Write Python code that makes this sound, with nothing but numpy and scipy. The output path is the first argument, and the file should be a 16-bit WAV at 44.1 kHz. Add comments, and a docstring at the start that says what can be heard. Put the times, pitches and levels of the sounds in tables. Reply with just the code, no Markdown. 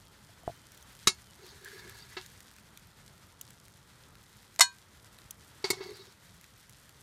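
"""Wire tongs knock and drag on the steel grate of a small charcoal grill outdoors, and once snap shut close by.
Grate and tongs are sums of fading sine tones plus fading noise; dragging is random ticks sent through resonators.
Fruit skins sizzle and spit and coals tick, all made of shaped noise and ticks; a hollow tray is bumped (low tones).
A far bird chirps in sliding sines and traffic rumbles as low noise. A level control turns loud moments down."""
import sys
import numpy as np
from scipy import signal
from scipy.fft import rfft, irfft, next_fast_len
from scipy.io import wavfile
from scipy.ndimage import map_coordinates

SR = 44100
rng = np.random.default_rng(int(sys.argv[2]) if len(sys.argv) > 2 else 0)


def to_wav(sig):
    """Store sig (one row per channel, or 1-D mono) as 16-bit WAV at the path in sys.argv[1].

    Samples outside -1..1 are clipped; the rate is SR.
    """
    pcm = np.clip(np.atleast_2d(sig), -1, 1) * 32767
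    pcm = np.round(pcm).astype(np.int16)
    wavfile.write(sys.argv[1], SR, pcm.T)  # frames by channels


N = 309670

# Times to fade by 60 dB (fade_s) are starting values: some functions scale them for each event.
# ringing tones of the grate: pitch_hz, fade_s, then rim_db, mid_bar_db, centre_db, far_side_db by place struck
GRATE_TONES = [(370, 0.106, -16, 0, 0, 1), (962, 0.14, -31, -11, -12, -12), (1160, 0.06, -9, -19, -13, -18),
               (1285, 0.082, -8, -17, -13, -9), (1680, 0.102, -16, -27, -17, -6),
               (2000, 0.07, -26, -4, -8, -8), (2190, 0.115, -12, 3, 1, -8),
               (2690, 0.129, -19, -21, -19, -8), (3345, 0.065, -21, -16, -9, -10),
               (3690, 0.058, -9, -5, -6, -11), (3850, 0.05, 4, -5, -6, -9),
               (3980, 0.095, -18, -14, -16, -17), (4160, 0.087, -18, -5, -5, -17),
               (4275, 0.14, -17, -13, -11, -19), (4350, 0.14, -16, -10, -15, -22),
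               (4520, 0.068, -8, -4, 5, -4), (4710, 0.097, -8, 1, 2, -13),
               (5136, 0.071, -10, -10, -11, -18), (5435, 0.107, -15, -8, -13, -28),
               (5585, 0.065, -11, -4, -6, -23), (6218, 0.127, -16, -20, -21, -37),
               (6471, 0.064, -5, -15, -7, -19), (6668, 0.09, -5, -24, -20, -26),
               (7144, 0.11, -13, -14, -26, -35), (7247, 0.081, -15, -8, -14, -26),
               (8708, 0.11, -19, -12, -25, -35), (9285, 0.1, -12, -18, -22, -36),
               (9866, 0.091, -21, -16, -22, -33), (10465, 0.111, -21, -22, -34, -33)]
# the places a blow can land, in the order of the level columns above
PLACES = ["rim", "mid-bar", "centre", "far side"]
# blows on the grate: start_s, place, level_db, bowl_knock_db, clatter_db, slope_below_2khz_db_per_octave,
# slope_above_4khz_db_per_octave, rise_s, ring_scale (1 = normal fade); level_db applies to all the parts
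BLOWS_OF_THE_WIRE_TONGS_ON_THE_STEEL_GRATE = [(1.0715, "rim", -13, -16.5, -1, -7.5, 0, 0.0016, 0.68),
                                              (1.0791, "rim", -26.5, 0, -9, 3.5, -14, 0.0024, 1.32),
                                              (2.1665, "far side", -36.5, -3, 3, 2, -16, 0.003, 1.16),
                                              (5.6414, "centre", -30, 9, 0.5, 2, -10, 0.0017, 0.85),
                                              (5.648, "centre", -54.5, 0, 14.5, 2, -4, .0028, 3.6),
                                              (5.7021, "mid-bar", -19.5, -1.5, -3.5, 1, 7.5, 0.0039, 0.49),
                                              (5.729, "mid-bar", -45, 14.5, 5, 5, -4, 0.0026, 1.16),
                                              (5.807, "far side", -48.5, 14.5, 1, 6.5, -21, .001, 2.7)]
# two drags along the bars: time_s, rubbing_db, ringing_centre_hz, long_bars_db, bowl_db, squeal_db
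DRAGS = [
    [(1.38, -86, 3650, -88, -75, -82), (1.426, -59.5, 3820, -65, -57.5, -72),
     (1.506, -53.5, 4320, -73, -63, -62), (1.562, -69, 4250, -84, -70, -93),
     (1.658, -63, 3770, -73, -63, -47.5), (1.776, -57.5, 3760, -66, -52.5, -59.5),
     (1.796, -50, 4440, -59, -60, -47.5), (1.832, -65, 4280, -68, -59, -64),
     (1.916, -60, 3650, -64, -65, -50.5), (1.992, -55.5, 4140, -66.5, -64, -65),
     (2.084, -71, 3960, -75, -78, -71), (2.118, -58, 4070, -64, -62, -56),
     (2.148, -58, 4130, -59, -70, -64)],
    [(5.77, -61, 4270, -60, -56, -73), (5.816, -55, 4400, -54, -42, -61),
     (5.836, -49.5, 4730, -60, -47, -67), (5.918, -56.5, 4430, -64, -46.5, -73),
     (5.962, -54.5, 4370, -77, -64, -73), (6.008, -55, 3670, -65, -58, -66),
     (6.064, -62, 3900, -75, -65, -75), (6.126, -62.5, 3870, -79, -75, -81),
     (6.14, -82, 4000, -85, -78, -70)],
]
# ringing tones of the tongs: pitch_hz, level_db, fade_s
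TONGS_TONES = [(975, -14, .165), (1082, -25, .2), (1180, -4, .03), (1300, -4, .03), (1567, -15, .21),
               (1667, -14, .13), (1873, -26, .14), (2037, -1, .065), (2456, -22, .21), (2982, -15, .12),
               (3040, -14, .07), (3662, -9, .08), (3838, -17, .16), (4271, -4, .07), (4310, -4, .125),
               (4959, -18, .095), (5441, -4, .07), (5915, -15, .087), (6030, -12, .1), (6684, -12, .1),
               (6764, -11, .14), (7062, -3, .08), (7769, -12, .07), (8039, -8, .085), (8098, -10, .11),
               (8376, -11, .065), (9303, -12, .086), (9761, -18, .096), (10855, -12, .055),
               (11548, -16, .07), (12420, -18, .05)]
# two damped touches, then the snap and its rebound: start_s, level_db, ring_scale, clatter_db (over level_db)
SNAPS = [(4.5911, -28.5, 0.1, 14.5), (4.5952, -10.5, 0.13, -10), (4.607, -11, 1.12, -3),
         (4.608, -28, .08, -15)]
# colour of clattering metal: pitch_hz, level_db (per Hz, relative)
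CLATTER_COLOUR = [(330, -74), (560, -36.5), (720, -4.5), (1300, -5.5), (2000, -6.5), (2700, -8.5),
                  (4000, -6), (7000, -10), (10500, -13.5), (13000, -20), (14300, -14.5), (15300, -28),
                  (16300, -55)]
# how fast the clatter dies at each pitch: pitch_hz, fade_s
CLATTER_FADE = [(500, 0.13), (2000, 0.088), (6000, 0.16), (11000, 0.098), (15000, 0.076)]
# the clearest spits of juice and coal: start_s, peak_db, pop_db (duller part, relative to the bright part)
CLEAR_SPITS = [(0.7194, -40, -10), (0.7472, -41.5, 0), (0.7755, -43.5, -10), (0.8259, -39, -22),
               (0.9514, -42, 0), (1.222, -48, 15), (1.6465, -34.5, -20), (1.8957, -34.5, 0),
               (2.2618, -36.5, -2), (2.4047, -37.5, -3), (2.5137, -42.5, 3), (2.564, -42, 8),
               (2.585, -42, 13), (2.774, -36, 4), (3.412, -27.5, -22), (3.4673, -46, -8), (3.488, -47, -2),
               (3.5059, -41, -4), (3.664, -47, -1), (3.682, -42, -4), (4.154, -41.5, 8), (4.37, -46, -10),
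               (4.561, -37.5, 5), (5.1867, -40.5, 4), (5.308, -28, -31), (6.412, -42.5, -6),
               (6.442, -39.5, 5), (6.695, -37, -8), (6.8936, -44, 2)]
# colour of a bright spit: pitch_hz, level_db (per Hz, relative)
SPIT_COLOUR = [(880, -58), (1500, -56), (2960, -3.5), (4700, -9.5), (5300, -11), (6160, 5.5), (8320, -3),
               (10800, -2), (12900, 0.5), (14400, -6.5), (16400, -11.5)]
# bumps on a hollow tray beside the grill: start_s, level_db, rise_s, low_thump_db (added below 500 Hz)
BUMPS = [(.2925, -51.5, .001, -3), (0.4357, -47.5, .0005, -15), (0.4778, -23, 0.00053, -4.5),
         (.4935, -31.5, 0.0014, -14), (.4995, -40, .002, 8), (4.5945, -19.5, 0.0032, -26),
         (4.6076, -39.5, 0.00047, -31.5)]
# hollow tones of the tray: pitch_hz, level_db, fade_s
TRAY_TONES = [(129, -2, 0.025), (453, 15.5, 0.0046), (674, 2, 0.028), (990, -24, 0.031)]
# loudness of the sizzle over time: time_s, level_db
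SIZZLE_LEVEL = [(0, -62.5), (.75, -59.5), (1.35, -60.5), (1.62, -60.5), (1.68, -54), (1.84, -58.5),
                (2.3, -58.5), (2.6, -61.5), (4, -63), (5.83, -61), (6.3, -61.5), (7.02, -61.5)]
# colour of the sizzle: pitch_hz, level_db (per Hz, relative)
SIZZLE_COLOUR = [(880, -33.5), (1500, -1.5), (2020, -2), (2190, -5), (2890, -7), (3260, -4.5),
                 (6950, -10.5), (8400, -10.5), (14100, -16.5), (15300, -22), (15650, -48)]
# middle of each group of small sizzling bursts: pitch_hz
BURST_MIDDLES = [5000, 8000, 12000]
# a far bird's falling notes: start_s, length_s, start_pitch_hz, level_db
CHIRPS = [(.05, .07, 3350, -73), (.41, .09, 3190, -70), (.54, .05, 3180, -68), (.62, .045, 3110, -71),
          (.81, .05, 3200, -71), (.95, .05, 3200, -71), (1.24, .1, 3190, -69)]
# colour of the traffic: pitch_hz, level_db (per Hz, relative)
TRAFFIC_COLOUR = [(12, -52), (20, -20), (49, -5.5), (118, -3), (156, -8), (319, -12.5), (399, -13.5),
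                  (736, -17), (902, -13.5), (1080, -15.5), (1380, -13.5), (2600, -45), (3380, -62.5),
                  (5720, -120)]

THUD_DB = -13.5  # each low thud tone, relative to the blow
SHORT_DB, SHEEN_DB, RASP_DB, SCRATCH_DB = -8.5, -13, -13, -4  # parts of a drag, relative to the rubbing
SNAP_RISE_S = 0.0011
SMALL_SPITS, SMALL_DB, SMALL_SPREAD_DB = 40, -49, 2.5  # how many, middle peak level, spread either way
SPIT_FADE_S, SPIT_GROWS = 0.007, 0.55  # 60 dB fade of a -40 dB spit; dB of time gained per dB of size
SPIT_RISE_S = 0.00046
FALL_HZ_PER_S = 3500
TRAFFIC_DB = -59.5
TOP_HZ = 16500


def amp(db):
    """Multiplier for a level in dB."""
    return 10 ** (np.asarray(db) / 20)


def unit(x):
    """Scales a sound to an rms (average strength) of 1."""
    return x / np.sqrt(np.mean(x ** 2) + 1e-20)


def along(points, hz):
    """Reads a value between (pitch, value) points, with pitch on a log scale."""
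    f, v = np.transpose(points)
    return np.interp(np.log(hz + 1), np.log(f + 1), v)


def curves(rows):
    """Joins each column after the time with straight lines, -120 outside the rows."""
    time_s, *columns = np.transpose(rows)
    return [np.interp(np.arange(N) / SR, time_s, c, -120, -120) for c in columns]


def wobble(rate):
    """A smooth random curve with rate random points a second."""
    points = rng.standard_normal(int(N * rate / SR) + 4)
    return map_coordinates(points, [np.arange(N) * rate / SR])


def filtered(x, response):
    """Multiplies each pitch in x by response(pitch)."""
    size = next_fast_len(len(x) + 8192)
    return irfft(rfft(x, size) * response(np.fft.rfftfreq(size, 1 / SR)), size)[:len(x)]


def coloured(x, spectrum):
    """Weights the pitches of x by a colour table, at rms 1."""
    return unit(filtered(x, lambda hz: amp(along(spectrum, hz))))


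def add(track, start_s, sound):
    """Mixes a sound into the track, cut off at the track's end."""
    part = track[round(start_s * SR):][:len(sound)]
    part += sound[:len(part)]


def swell(t, rise_s):
    """A soft start: contact builds up over roughly rise_s."""
    return 1 - np.exp(-t / rise_s)


def ring(hz, db, fade_s, rise_s, scatter_db):
    """Tones of a struck object start together and fade, each at a slightly random strength."""
    t = np.arange(SR // 3)[:, None] / SR
    level_db = db + scatter_db * rng.standard_normal(len(hz)) - 60 * t / fade_s
    phase = 2 * np.pi * (hz * t + rng.random(len(hz)))
    return (amp(level_db) * np.sin(phase)).sum(axis=1) * swell(t[:, 0], rise_s)


def clatter(ring_scale):
    """Noise stands in for the countless weak tones of bent wire, each pitch band dying at its own speed."""
    noise = coloured(rng.standard_normal(SR // 3), CLATTER_COLOUR)
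    hz, t, bands = signal.stft(noise, SR, nperseg=128)
    fade_s = ring_scale * along(CLATTER_FADE, hz)[:, None]
    return signal.istft(bands * amp(-60 * t / fade_s), SR, nperseg=128)[1][:SR // 3]


def grains(rate, spread_db):
    """Random single-sample ticks, about rate a second, of either sign and varied size."""
    on = rng.random(N) < rate / SR
    return on * rng.choice([-1, 1], N) * amp(spread_db * rng.standard_normal(N))


def resonate(x, hz, fade_s):
    """Lets x set off one ringing tone, at rms 1."""
    r = amp(-60 / (fade_s * SR))  # what remains after each sample
    return unit(signal.lfilter([1, 0, -1], [1, -2 * r * np.cos(2 * np.pi * hz / SR), r * r], x))


def knocks():
    """Where a blow lands decides which grate tones answer; the grill bowl adds a thud and a short knock."""
    out = np.zeros(N)
    hz, fade_s, *places = np.transpose(GRATE_TONES)
    t = np.arange(SR // 3) / SR
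    for blow in BLOWS_OF_THE_WIRE_TONGS_ON_THE_STEEL_GRATE:
        start_s, place, level_db, knock_db, clatter_db, low, high, rise_s, ring_scale = blow
        bars = ring(hz, places[PLACES.index(place)], ring_scale * fade_s, rise_s, scatter_db=1)
        thud = ring(np.array([105, 190]), THUD_DB, 0.05, rise_s, scatter_db=1)
        knock = ring(np.array([398]), knock_db, 0.045, rise_s, scatter_db=1)

        def clatter_gain(f):
            octaves_below = np.log2(np.clip(2000 / (f + 1), 1, 4))  # stops at two octaves
            octaves_above = np.log2(np.maximum(f / 4000, 1))
            return amp(clatter_db + low * octaves_below + high * octaves_above)

        rattle = filtered(clatter(0.86 * ring_scale), clatter_gain) * swell(t, rise_s)
        add(out, start_s, amp(level_db) * (bars + thud + knock + rattle))
    return out


def slips():
    """Uneven slips of wire on rough steel: random ticks whose strength wanders."""
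    return grains(1200, spread_db=6.5) * amp(3.6 * wobble(45))


def drag():
    """Slips set off the bars under the wire, the bowl and two singing rods, plus bright scraping."""
    both_drags = [curves(rows) for rows in DRAGS]
    rub_db, centre_hz, long_db, bowl_db, squeal_db = np.max(both_drags, axis=0)
    bars = np.zeros(N)
    for hz, fade_s, _, mid_db, centre_db, _ in GRATE_TONES[1:20]:
        # short-bar tones far in pitch from the moving centre get less of the rubbing, by up to 7 dB
        octaves_away = np.abs(np.log2(hz / np.maximum(centre_hz, 1)))
        near_db = -np.minimum(9 * octaves_away, 7)
        is_short = hz > 2900
        level_db = rub_db + SHORT_DB + near_db if is_short else long_db
        place_db = 0.25 * (mid_db + centre_db)
        bars += amp(level_db + place_db) * resonate(slips(), hz, 0.55 * fade_s)
    bowl = resonate(resonate(slips(), 385, 0.036), 385, 0.029)
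    squeal = unit(resonate(slips(), 1665, 0.03) + 0.48 * resonate(slips(), 1745, 0.047))
    sheen = resonate(slips(), 6440, 0.03)  # a thin rod
    rasp = coloured(slips(), SPIT_COLOUR)
    scratch = coloured(slips(), CLATTER_COLOUR)
    bright = amp(SHEEN_DB) * sheen + amp(RASP_DB) * rasp + amp(SCRATCH_DB) * scratch
    return bars + amp(rub_db) * bright + amp(bowl_db) * bowl + amp(squeal_db) * squeal


def snap():
    """The jaws of the tongs meet and ring; a held touch chokes the ringing at once."""
    out = np.zeros(N)
    hz, db, fade_s = np.transpose(TONGS_TONES)
    rise = swell(np.arange(SR // 3) / SR, SNAP_RISE_S)
    for start_s, level_db, ring_scale, clatter_db in SNAPS:
        tones = ring(hz, db, ring_scale * fade_s, SNAP_RISE_S, scatter_db=1.5)
        crack = amp(clatter_db) * rise * clatter(0.62 * ring_scale)
        add(out, start_s, amp(level_db) * (tones + crack))
    return out


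def spits():
    """Each bursting steam pocket is a brief bright puff with some duller pop; bigger ones last longer."""
    out = np.zeros(N)
    t = np.arange(SR // 20) / SR
    luck = rng.random((SMALL_SPITS, 3))
    small = [(a * N / SR, SMALL_DB + SMALL_SPREAD_DB * (2 * b - 1), -10 * c) for a, b, c in luck]
    for start_s, peak_db, pop_db in CLEAR_SPITS + small:
        puff = coloured(rng.standard_normal(len(t)), SPIT_COLOUR)
        pop = coloured(rng.standard_normal(len(t)), SIZZLE_COLOUR)
        fade_s = SPIT_FADE_S * amp(SPIT_GROWS * (peak_db + 40))
        burst = (puff + amp(pop_db) * pop) * amp(-60 * t / fade_s) * swell(t, SPIT_RISE_S)
        add(out, start_s, amp(peak_db) * burst / np.abs(burst).max())
    return out


def bumps():
    """A soft contact sets only the tray's low, quickly damped tones going."""
    out = np.zeros(N)
    hz, db, fade_s = np.transpose(TRAY_TONES)
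    t = np.arange(SR // 10)[:, None] / SR
    for start_s, level_db, rise_s, thump_db in BUMPS:
        low_db = thump_db * (hz < 500)
        tones = amp(db + low_db - 60 * t / fade_s) * np.sin(2 * np.pi * hz * t)
        push = -tones.sum(axis=1)
        add(out, start_s, amp(level_db) * push * swell(t[:, 0], rise_s))
    return out


def sizzle():
    """Steady frying is flickering hiss plus small bright bursts that come in clumps."""
    level_db, = curves(SIZZLE_LEVEL)
    clumps = amp(2.5 * wobble(9))
    bursts = np.zeros(N)
    for mid_hz in BURST_MIDDLES:
        ticks = grains(110, spread_db=5.0) * clumps
        bursts += filtered(ticks, lambda hz: np.exp(-(np.log2((hz + 1) / mid_hz) / 1.1) ** 2))
    hiss = rng.standard_normal(N) * amp(1.9 * wobble(30))
    return amp(level_db) * coloured(hiss + 0.66 * unit(bursts), SIZZLE_COLOUR)


def bird():
    """Thin sine notes that slide down at one speed, swelling and fading."""
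    out = np.zeros(N)
    for start_s, length_s, hz, level_db in CHIRPS:
        t = np.arange(round(length_s * SR)) / SR
        tone = np.sin(2 * np.pi * (hz - FALL_HZ_PER_S * t / 2) * t)
        add(out, start_s, amp(level_db) * np.sqrt(2) * np.sin(np.pi * t / length_s) * tone)
    return out


def traffic():
    """Far traffic is low coloured noise with an extra, lumpier layer below 220 Hz."""
    rumble = coloured(rng.standard_normal(N) * amp(1.2 * wobble(7)), TRAFFIC_COLOUR)
    uneven = rng.standard_normal(N) * amp(2.6 * wobble(14))
    lumps = filtered(uneven, lambda hz: amp(along(TRAFFIC_COLOUR, hz)) * (hz < 220))
    return amp(TRAFFIC_DB) * unit(rumble + 0.92 * unit(lumps))


def scene():
    """All sources added together in the open air, with no echo."""
    return (knocks() + drag() + snap() + spits() + bumps() + sizzle() + bird() + traffic())[None]


def record(dry):
    """A level control follows recent loudness; then the small microphone loses deep bass and the top is cut."""
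    keep = np.exp(-1 / (0.09 * SR))  # 0.09 s memory, applied twice
    once = signal.lfilter([1 - keep], [1, -keep], dry[0] ** 2)
    loud = signal.lfilter([1 - keep], [1, -keep], once)
    gain = (1 + loud / amp(-54.0)) ** -0.2  # loud is a power, so the bend lies at -27 dB rms

    def microphone(hz):
        bass_loss = hz ** 2 / (hz ** 2 + 28 ** 2)
        return bass_loss / (1 + (hz / TOP_HZ) ** 120)

    return filtered(dry[0] * gain, microphone)[None]


dry = scene()
out = record(dry)
to_wav(out)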